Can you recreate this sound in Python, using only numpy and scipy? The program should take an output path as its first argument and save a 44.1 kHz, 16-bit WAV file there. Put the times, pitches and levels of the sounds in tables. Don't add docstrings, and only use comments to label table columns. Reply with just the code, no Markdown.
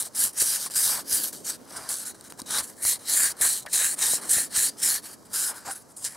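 import sys
import numpy as np
from scipy import signal
from scipy.io import wavfile
from scipy.ndimage import uniform_filter1d

SR = 44100
rng = np.random.default_rng(int(sys.argv[2]) if len(sys.argv) > 2 else 0)


def transcribe(signal):
    frames = np.atleast_2d(signal).T
    limited = np.clip(frames, -1, 1)
    pcm = np.round(limited * 32767).astype(np.int16)
    wavfile.write(sys.argv[1], SR, pcm)


def elevation(decibels):
    levels = np.asarray(decibels, float)
    return 10 ** (levels / 20)


N = 271656
REGRIP_S = 2.78
FIRM_DB = -25


def evened(x):
    return x / np.sqrt(np.mean(x ** 2) + 1e-20)


def read(points, hz):
    f, value = np.transpose(points)
    return np.interp(np.log(hz + 1), np.log(f + 1), value)


def columns(rows):
    s, *values = np.transpose(rows)
    return [np.interp(np.arange(N) / SR, s, v) for v in values]


def colour(x, points):
    hz = abs(np.fft.fftfreq(4096, 1 / SR))
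    log_gain = np.log(elevation(read(points, hz)))
    spectrum = np.exp(log_gain - 1j * signal.hilbert(log_gain).imag)
    taps = np.fft.ifft(spectrum).real[:1024]
    return signal.oaconvolve(x, taps)[:len(x)]


def resonate(x, hz, width):
    turn = np.exp(2j * np.pi * np.cumsum(hz * np.ones(len(x))) / SR)
    r = np.exp(-np.pi * width / SR)
    smooth = signal.lfilter([1 - r], [1, -r], x * turn.conj())
    return 2 * (turn * smooth).real


def wander(seconds):
    size = max(round(seconds * SR), 2)
    once = uniform_filter1d(rng.standard_normal(N), size)
    return evened(uniform_filter1d(once, size))


def add(mix, s, sound):
    part = mix[round(s * SR):][:len(sound)]
    part += sound[:len(part)]


def sanding(grip_db, pressure_db, angle, push):
    # t/s, air pitch f/Hz, uncovered mouth level/dB, paper wetness level/dB
    hold_table = [(0, 1660, -19.5, -11), (.28, 1630, -22.5, -12.5), (.6, 1650, -16.5, -11),
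                  (.9, 1670, -20.5, -8.5), (1.25, 1640, -17.5, -9.5), (1.8, 1500, -18, -17),
                  (2.0, 1600, -17.5, -15.5), (2.55, 1560, -12.5, -15), (2.9, 1920, -21.5, -12.5),
                  (3.08, 1870, -11.5, -13), (3.24, 1680, -16.5, -15), (3.45, 1750, -18, -15),
                  (3.85, 1750, -16, -17), (4.35, 1780, -17, -16), (4.9, 1720, -15.5, -13),
                  (5.4, 1560, -18.5, -12), (5.69, 1480, 1, -15.5), (6.0, 1750, -28, -21)]
    # t/s, sheet f/Hz, wall f/Hz
    stretch_table = [(0, 9700, 3800), (.06, 8500, 4170), (.15, 9800, 4890), (.23, 10300, 4570),
                     (.3, 9700, 4800), (.37, 8600, 4740), (.42, 9100, 4560), (.53, 10000, 4930),
                     (.62, 8900, 4670), (.69, 9530, 4640), (.76, 8550, 4900), (.87, 10100, 4900),
                     (1.02, 9100, 4600), (1.09, 10100, 5030), (1.14, 9650, 4900), (1.25, 11900, 4400),
                     (1.33, 9100, 4800), (1.49, 8260, 4400), (1.56, 9400, 4910), (1.75, 9300, 4960),
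                     (1.87, 8700, 4800), (1.92, 10000, 4600), (2.12, 9300, 4120), (2.47, 8750, 3850),
                     (2.53, 8350, 3650), (2.6, 9200, 4030), (2.7, 10200, 4730), (2.82, 9340, 4270),
                     (2.97, 9600, 4170), (3.06, 9200, 4000), (3.13, 9500, 4440), (3.32, 9500, 4700),
                     (3.41, 9000, 4070), (3.48, 9400, 4270), (3.61, 9100, 4040), (3.73, 8700, 4250),
                     (3.8, 7700, 3670), (3.96, 9500, 4670), (4.0, 8260, 3920), (4.06, 9000, 3680),
                     (4.2, 9250, 4300), (4.3, 9200, 4230), (4.37, 9700, 4150), (4.47, 9600, 4530),
                     (4.55, 8750, 4430), (4.62, 8600, 3940), (4.7, 9400, 4740), (4.85, 8850, 5500),
                     (4.9, 10400, 4250), (4.99, 10300, 4460), (5.33, 9200, 4800), (5.52, 10200, 5070),
                     (5.58, 10500, 5040), (5.66, 6500, 4630), (5.72, 9500, 5000), (5.79, 10700, 4430),
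                     (5.97, 9050, 4940), (6.05, 7750, 4860), (6.12, 9700, 5020)]
    # t/s, mouth opens level/dB, wall freed level/dB
    finger_table = [(0, -2, -3.5), (.06, 3, 1), (.15, 5.5, 0.5), (.23, -1, -1), (.3, -5, 0),
                    (.37, 2.5, -0.5), (.46, -2.5, 0.5), (.57, 1.5, 3.5), (.69, 3, 1.5), (.76, 3, -1.5),
                    (.88, -0.5, 0), (1.02, 4, 1), (1.09, -1.5, -1), (1.2, 0.5, -1.5), (1.3, -3, -3),
                    (1.34, 3, 0), (1.43, -8, 0), (1.56, 1, 2.5), (1.7, -4, 3.5), (1.87, 8.5, 3),
                    (1.9, -3.5, 0), (2.12, 6.5, 0.2), (2.3, 4, -0.5), (2.46, 0, 1), (2.55, 3, 7),
                    (2.64, -7.5, -3.5), (2.82, -5, -5), (2.9, 4, 2), (2.97, 7.5, 0.5), (3.07, 0, 5.5),
                    (3.13, -2, 2.5), (3.2, 2, -3.5), (3.32, -3, 2), (3.42, 1, -2), (3.5, 1, 1),
                    (3.61, -4.5, 0.8), (3.73, -0.5, 0.5), (3.82, 4.5, -0.5), (3.96, -8.5, -3.5),
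                    (4.03, 1.5, 5), (4.1, -6.5, 2), (4.2, 7.5, 2.5), (4.3, 2.5, 0), (4.38, 0.5, -2.5),
                    (4.47, -7, -1.5), (4.54, 1, 8), (4.62, -3.5, -0.5), (4.7, 3, 4), (4.83, 4.5, 1.5),
                    (4.9, -4, 0), (4.99, -2.5, 0.5), (5.33, -5, -1), (5.42, -1, 2), (5.52, 3, 0.5),
                    (5.64, -3, 1), (5.79, -5, -1.5), (5.97, -5, -9.5), (6.06, 7, 6), (6.12, 11, 0)]
    # f/Hz, level/dB
    sheet_colour = [(2300, -34), (5800, -21), (7000, -5.5), (9300, -5.5), (11000, -7.5), (12500, -16),
                    (16000, -16.5)]
    wall_colour = [(2200, -23), (3000, -4), (3500, -2.5), (4000, 0.5), (4600, -0.5), (5600, 1), (7000, -4),
                   (9000, -61.5)]
    fizz_colour = [(9000, -32.5), (11500, -0.5), (12500, -1), (14000, -7), (15700, -14.5), (16000, -4)]
    air_hz, mouth_db, fizz_db = columns(hold_table)
    sheet_hz, wall_hz = columns(stretch_table)
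    opens_db, freed_db = columns(finger_table)

    light_db = FIRM_DB - pressure_db
    air_db = mouth_db + opens_db + 5 * angle + 0.16 * light_db
    wall_db = -8 + freed_db + 0 * angle + 0.5 * push + 0.2 * light_db
    wall_db = wall_db + 0.44 * (fizz_db + 9.5)

    scratch = flexed(grit(1.5, grip_db), 1.6)
    sheet = evened(colour(scratch, sheet_colour))
    sheet = evened(sheet + 1.9 * resonate(resonate(sheet, sheet_hz, 6200), sheet_hz, 6500))
    sheet = evened(sheet + 0.33 * elevation(6.7 * wander(0.02)) * resonate(sheet, sheet_hz, 430))

    wall = evened(colour(scratch, wall_colour))
    early = np.arange(N) < REGRIP_S * SR
    ring = resonate(wall, wall_hz, 270) * np.where(early, 0.8, 1)
    ring = ring + np.where(early, 0.15, -0.052) * resonate(wall, 6300, 1600)
    wall = evened(wall + 2.0 * elevation(1.8 * wander(.04)) * ring) * elevation(wall_db)

    fizz = evened(colour(scratch * rng.choice([-1., 1.], N), fizz_colour)) * elevation(fizz_db + 6.0)

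    broad = evened(resonate(resonate(scratch, air_hz, 420), air_hz, 490))
    air = evened(broad + 0.37 * evened(resonate(scratch, air_hz, 410)))
    air = colour(air, [(300, 7.0), (1200, 1.5), (2000, -0.5), (2800, 6.0), (8000, -76.5)])
    return elevation(0.36 + pressure_db) * (sheet + wall + fizz + air * elevation(air_db + 0.2))


def grit(spread_db, grip_db):
    size = elevation(spread_db * np.minimum(rng.exponential(1, N), 3.0))
    return evened(rng.standard_normal(N) * size * elevation(grip_db))


def flexed(x, depth_db):
    z = signal.stft(x, nperseg=256)[2]
    patches = uniform_filter1d(rng.standard_normal(z.T.shape), size=22, axis=0)
    patches = uniform_filter1d(patches, size=4, axis=1)
    patches = evened(uniform_filter1d(patches, size=9, axis=0)).T
    return evened(signal.istft(z * elevation(depth_db * patches), nperseg=256)[1][:N])


def hand():
    # grab t/s, rise t/s, hold t/s, first level/dB, last level/dB
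    twists = [(0.147, 0.0027, 0.091, -35, -20), (0.363, 0.016, 0.18, -29.5, -26),
              (0.743, 0.019, 0.19, -23.5, -28), (1.086, 0.04, 0.054, -23.5, -26.5),
              (1.887, 0.012, 0.061, -30.5, -35.5), (2.819, 0.0066, 0.1, -28.5, -26),
              (3.071, 0.028, 0.183, -24, -27), (3.41, 0.0018, 0.18, -21, -32),
              (3.987, 0.034, 0.13, -24, -24), (4.29, 0.0047, 0.12, -23, -25),
              (4.816, 0.014, 0.13, -23, -27.5), (5.329, 0.008, 0.16, -27.5, -30.5),
              (6.04, 0.0036, 0.014, -32, -28)]
    # grab t/s, rise t/s, hold t/s, first level/dB, last level/dB
    jams = [(3.266, .004, 0.048, -29, -35), (0, 0.0015, 0.032, -26, -36), (1.441, 0.0092, 0.053, -38, -27),
            (2.501, 0.0027, 0.1, -32, -28), (3.728, 0.0045, 0.21, -21, -31.5),
            (4.537, 0.032, 0.12, -22, -27.5)]
    # t/s, length t/s, first level/dB, last
    # level/dB
    rubs = [(0.026, 0.033, -44, -35), (0.32, 0.051, -49.5, -41), (3.194, 0.067, -20.5, -21.5),
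            (4.426, 0.035, -30, -37.5), (5.79, 0.037, -54, -54), (6, 0.041, -44, -37),
            (0.39, 0.023, -23, -19), (0.571, 0.084, -33.5, -33), (0.7, 0.042, -33, -52),
            (0.889, 0.12, -23, -38.5), (1.187, 0.092, -31.5, -31), (1.32, 0.13, -37.5, -61.5),
            (1.501, 0.054, -36, -43), (1.656, 0.054, -65, -45.5), (1.712, 0.18, -44.5, -46.5),
            (1.75, 0.017, -42, -33.5), (1.935, 0.099, -36.5, -37.5), (2.042, 0.031, -38, -33),
            (2.062, 0.04, -37, -37.5), (5.106, 0.033, -50, -44.5), (2.145, 0.096, -61, -59),
            (2.288, 0.015, -55, -42.5), (2.366, 0.031, -56, -41), (2.453, 0.062, -45, -36),
            (2.609, 0.032, -46, -34), (2.66, .04, -43.5, -42), (2.983, 0.097, -53, -46),
            (3.834, 0.039, -20.5, -23), (4.205, 0.08, -40, -39), (4.686, 0.081, -49, -65),
            (4.76, 0.039, -56, -37), (5.013, 0.034, -54, -43), (5.046, 0.1, -40, -53),
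            (5.532, 0.14, -45.5, -59), (5.637, 0.027, -52, -37), (5.663, 0.06, -42, -36),
            (5.738, .02, -47, -42), (5.748, 0.067, -39.5, -61), (5.958, 0.056, -38.5, -49),
            (6.076, 0.091, -42.5, -51),
            (2.326, .016, -58, -59), (2.376, .016, -53, -42), (2.846, .066, -22, -23.5),
                     (3.967, .024, -46, -28), (3.597, .032, -46, -45.5), (2.19, .03, -59, -58),
                     (1.227, 0.016, -24, -25.5), (2.138, 0.025, -50, -58), (2.234, 0.045, -50, -49),
                     (2.697, 0.058, -46, -63), (2.745, 0.084, -59, -39), (3.342, 0.083, -70, -46),
                     (5.244, 0.026, -53, -57), (5.55, 0.037, -43, -43), (5.88, 0.042, -58, -54),
                     (6.113, 0.016, -50, -59)]
    let_go, jam = 4.22, 10.5
    rub_rise_s, rest_db = 0.0098, -66.5
    t = np.arange(0, N + 32, 32) / SR
    touches = [touch(t, *row, let_go, True) for row in twists]
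    touches += [touch(t, *row, jam, True) for row in jams]
    for s, length, first_db, last_db in rubs:
        hold_s = max(length - rub_rise_s, 0)
        touches.append(touch(t, s, rub_rise_s, hold_s, first_db, last_db, let_go, False))
    pressure_db = 50 * np.log10(np.maximum(np.max(touches, axis=0), loud(rest_db)))

    start, rise, hold = np.transpose(sorted(twists + jams[1:]))[:3]
    turns = np.ravel([start, start + rise + hold], "F")
    way = (-1.) ** np.arange(len(start))
    angle = np.interp(t, turns, np.ravel([way, -way], "F"))
    angle = angle * np.where(t < REGRIP_S, 0.57, 1)
    push = np.interp(t, turns, np.repeat(-way, 2)) * (t > REGRIP_S)
    return [np.interp(np.arange(N) / SR, t, v) for v in (pressure_db, angle, push)]


def touch(t, start, rise, hold, first_db, last_db, fall, creep):
    before = creep * loud(first_db - 14.5)
    end = start + rise + hold
    creep_start = start - before / 2.7 - 1 / SR
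    times = [creep_start, start, start + rise, end - hold / 2, end, end + loud(last_db) / fall]
    middle = loud((first_db + last_db) / 2 + creep * 2.5)
    return np.interp(t, times, [0, before, loud(first_db), middle, loud(last_db), 0])


def loud(db):
    return elevation(db) ** (2 / 5)


def snaps():
    # t/s, peak level/dB, low part re peak level/dB, time to fall 60 dB t/s
    snap_table = [(.424, -17, -30, .01), (1.615, -42, -35, .012), (1.653, -35, -35, .01),
                  (1.929, -16, -35, .006), (1.942, -14, -35, .006), (1.957, -15, -30, .006),
                  (2.08, -27, -30, .006), (3.451, -11, -33, 0.037), (4.578, -16, -35, .006),
                  (5.398, -11, -35, .006), (0.662, -14, -17.5, 0.066), (0.701, -21, -12, 0.0077),
                  (0.739, -16, -17, 0.01), (0.77, -18, -35, 0.013), (1.3324, -29, -7, 0.012),
                  (1.7646, -32, -22, 0.035), (1.891, -10.5, -35, 0.032), (2.211, -23.5, -20, 0.006),
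                  (2.3, -36, -3, 0.028), (2.305, -39, -13, .015), (2.3237, -20.5, -7, 0.0043),
                  (2.394, -27, -12, 0.022), (2.4004, -22, -24, 0.0071), (2.4184, -19.5, -29, 0.016),
                  (2.5766, -17, -33, 0.008), (2.7362, -35, -35, 0.007), (2.785, -43, -35, .007),
                  (2.584, -10, -18, 0.087), (2.8522, -8.5, -14.5, 0.0073), (3.4123, -20, -12, 0.016),
                  (3.6625, -23, -10, 0.0092), (3.664, -46, 18, 0.038), (4.219, -30, -30, .01),
                  (4.231, -25, -30, 0.01), (4.249, -28, -30, 0.008), (4.83, -13, -20, .012),
                  (2.509, -18, -30, .012), (0.374, -34, -30, .012), (5.75, -32, -30, .012),
                  (6.124, -24, -30, .008), (6.149, -31, -28, .008), (4.296, -19, -41, 0.012),
                  (4.367, -16, -15, 0.012), (4.558, -23, -10, 0.0067), (5.712, -42, 12, 0.0089),
                  (5.968, -32, -33, 0.034), (6.046, -16, -39, 0.0078), (6.05, -19, -49, 0.014)]
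    high, low, t = np.zeros(N), np.zeros(N), np.arange(2000) / SR
    noise = rng.standard_normal((len(snap_table), len(t)))
    for (s, db, low_db, t60), grains in zip(snap_table, noise):
        burst = (grains + 4.5 * (t == 0)) * elevation(db - 60 * t / t60)
        add(high, s - .0005, burst)
        add(low, s - .0005, burst * elevation(low_db))
    high = colour(high, [(2200, -34.0), (3300, -18.5), (4600, -4.5), (6000, -18.5), (9300, -3), (14000, -25)])
    return high + elevation(4.5) * resonate(low, 1520, 1200)


def knocks():
    # t/s, peak level/dB, pitch f/Hz, time to fall 60 dB t/s
    knock_table = [(0.422, -32.5, 457, 0.012), (.664, -50, 1050, 0.062), (2.395, -41, 990, 0.025),
                   (2.417, -42, 244, 0.044), (3.405, -29, 523, 0.0061), (3.653, -29, 806, 0.0051),
                   (3.666, -40, 610, 0.018), (3.673, -23.5, 1810, 0.0043), (3.679, -36, 1820, 0.01),
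                   (3.686, -43, 1720, 0.016), (3.813, -30, 600, 0.0087), (4.135, -17, 600, 0.0039),
                   (4.383, -23.5, 610, 0.0055), (5.685, -39.5, 781, 0.11)]
    out, t = np.zeros(N), np.arange(2000) / SR
    for s, db, hz, t60 in knock_table:
        ring = -np.sin(2 * np.pi * hz * t) - 0.14 * np.sin(2 * np.pi * 0.37 * hz * t)
        add(out, s, elevation(db + 10.0 - 60 * t / t60) * ring * np.minimum(t / 0.0014, 1))
    return out


def ticks():
    # t/s, peak level/dB
    tick_table = [(0.0395, -28), (0.1261, -40), (0.1934, -16), (0.766, -8), (1.128, -8), (1.9104, -20),
                  (1.928, -20), (1.9414, -14), (1.9694, -22), (2.0807, -24), (2.1984, -39), (2.2099, -28),
                  (2.2413, -35), (2.376, -37), (2.393, -28), (2.4018, -20.5), (2.575, -15), (2.589, -14),
                  (2.7844, -35), (2.8505, -12), (2.9094, -15), (3.202, -12), (3.2334, -10), (3.3677, -35),
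                  (3.413, -15), (3.8524, -10), (4.367, -20), (4.577, -11), (4.8486, -10), (4.896, -14),
                  (5.8224, -40), (5.911, -41), (6.0437, -17), (6.0487, -13)]
    # f/Hz, level/dB
    tick_colour = [(2000, -30), (4000, -8), (9000, 0), (13000, -8), (17000, -15)]
    out, t = np.zeros(N), np.arange(300) / SR
    noise = rng.standard_normal((len(tick_table), len(t)))
    for (s, db), grains in zip(tick_table, noise):
        crack = .5 * grains + 2 * (t == 0)
        add(out, s, crack * elevation(db + 5 - 60 * t / .005))
    return colour(out, tick_colour)


def drag(pressure_db):
    # t/s, level/dB, spread t/s
    shift_table = [(0.02, -50, 0.019), (.26, -45.5, 0.029), (0.932, -37.5, 0.068), (1.75, -43, 0.062),
                   (2.401, -47, 0.016), (1.88, -43, 0.054), (2.56, -33.5, 0.054), (3.22, -49, 0.19),
                   (3.451, -33, 0.02), (4.08, -42.5, 0.079), (4.248, -39, 0.049), (5.52, -43, 0.051),
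                   (5.69, -37.5, 0.033)]
    firm_drag_db = -48.5
    t = np.arange(N) / SR
    level = elevation(firm_drag_db + 0.24 * (pressure_db - FIRM_DB))
    for s, db, spread in shift_table:
        level = level + elevation(db) * np.exp(-((t - s) / spread) ** 2)
    hz = uniform_filter1d(845 + 11.5 * (20 * np.log10(level) - firm_drag_db), 1500)
    rub = grit(0.97, 3.3 * wander(0.009))
    return level * elevation(-4.5) * evened(resonate(resonate(rub, hz, 860), hz, 2240))


def garage(x):
    t = np.arange(SR // 4) / SR
    taps = rng.choice([-1., 1.], (2, len(t))) * (rng.random((2, len(t))) < 2000 / SR) * (t > .004)
    taps *= elevation(-60 * t / 0.044)
    return signal.fftconvolve(x[None], taps / np.linalg.norm(taps[0]), axes=1)[:, :N]


def hum():
    # f/Hz, level/dB
    hum_colour = [(29, -42), (50, -4), (108, 19.5), (257, 8.5), (1120, 9.5), (1680, -1), (2530, -18),
                  (4520, -4), (5610, -0.5), (9530, -3), (11800, -7), (15800, -25)]
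    # f/Hz, likeness/1
    likeness = [(30, 0.11), (250, 0.1), (1000, 0.034), (3000, 0.79), (9000, 1), (12000, 0.25)]
    hz = np.fft.rfftfreq(1024, 1 / SR)
    a, b, c, d, patches = rng.standard_normal((N // 256 + 5, 513, 5)).T
    patches = uniform_filter1d(patches, size=6, axis=0)
    patches = evened(uniform_filter1d(patches, size=40, axis=1))
    same = np.clip(read(likeness, hz), -1, 1)[:, None]
    left = a + 1j * b
    right = same * left + np.sqrt(1 - same ** 2) * (c + 1j * d)
    z = np.array([left, right]) * elevation(read(hum_colour, hz)[:, None] + 0.92 * patches)
    return elevation(-56.5) * evened(signal.istft(z, nperseg=1024, noverlap=768)[1][:, :N])


def traffic():
    # t/s, level/dB
    swell_table = [(0.0, -51), (0.79, -50.5), (1.03, -45.5), (1.59, -46), (1.87, -50), (2.2, -52),
                   (2.49, -47), (3.09, -48.5), (3.69, -53), (4.1, -49.5), (4.22, -45), (4.48, -46),
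                   (5.13, -49.5), (6.16, -56.5)]
    shared, left, right = rng.standard_normal((3, N))
    shape = [(60, -26.5), (150, -8.5), (260, -1.0), (380, -6.0), (600, -8.0), (1200, -32.0)]
    rumble = np.array([colour(shared + 0.71 * left, shape), colour(shared + 1.22 * right, shape)])
    return evened(rumble) * elevation(columns(swell_table)[0] - 4.0 + 1.0 * wander(0.032))


def scene():
    # f/Hz, level/dB
    side_colour = [(100, -13), (500, -7.5), (1300, -19.5), (2700, -16), (4500, -21), (9800, -25.5),
                   (11000, -11), (12500, -1.5), (15000, -7.5)]
    grip_db = 1.3 * wander(.0015) + .5 * wander(.009)
    motion = hand()
    small = drag(motion[0]) + snaps() + knocks() + ticks()
    mid = sanding(grip_db, *motion) + small
    side = colour(0.63 * mid + 0.65 * sanding(grip_db, *motion), side_colour)
    return np.array([mid + side, mid - side]) + elevation(-50) * garage(mid) + hum() + traffic()


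def kicks():
    # t/s, depth level/dB
    kick_table = [(0.244, -40), (0.422, -38), (0.769, -39), (1.133, -36), (2.63, -46), (2.852, -34),
                  (2.914, -47), (3.248, -45), (3.418, -36), (3.463, -38), (3.762, -47), (3.852, -43),
                  (4.03, -44), (4.094, -41), (4.14, -38), (4.311, -39), (4.37, -31.5), (4.578, -33.5),
                  (4.839, -43)]
    out, t = np.zeros(N), np.arange(2000) / SR
    push = -np.exp(-((t - .004) / 0.001) ** 2) + 0.26 * np.exp(-((t - .01) / 0.0019) ** 2)
    for s, db in kick_table:
        add(out, s - .004, elevation(db + 2.5) * push)
    return out


def band_limit(x):
    return signal.sosfilt(signal.butter(12, 16960, fs=SR, output="sos"), x)


def record(dry):
    # f/Hz, width f/Hz, share removed/1
    body_notches = [(2600, 190, .82), (3490, 190, .92)]
    heard = dry
    for hz, width, share in body_notches:
        depth = np.clip(share + 0.75 * wander(0.055) - .1, 0, 1)
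        heard = heard - depth * signal.lfilter(*signal.iirpeak(hz, hz / width, SR), heard)
    heard = 0.54 * np.tanh(heard / 0.54)
    heard = signal.sosfilt(signal.butter(3, 50, "high", fs=SR, output="sos"), heard)
    kick = signal.sosfilt(signal.butter(1, 30, "high", fs=SR, output="sos"), kicks())
    heard = heard + kick * elevation([[0], [-11.]])
    treble_limit = signal.firwin(1023, 15790, window=("kaiser", 9), fs=SR)
    return band_limit(signal.oaconvolve(heard, treble_limit[None], "same"))


dry = scene()
out = record(dry)
transcribe(out)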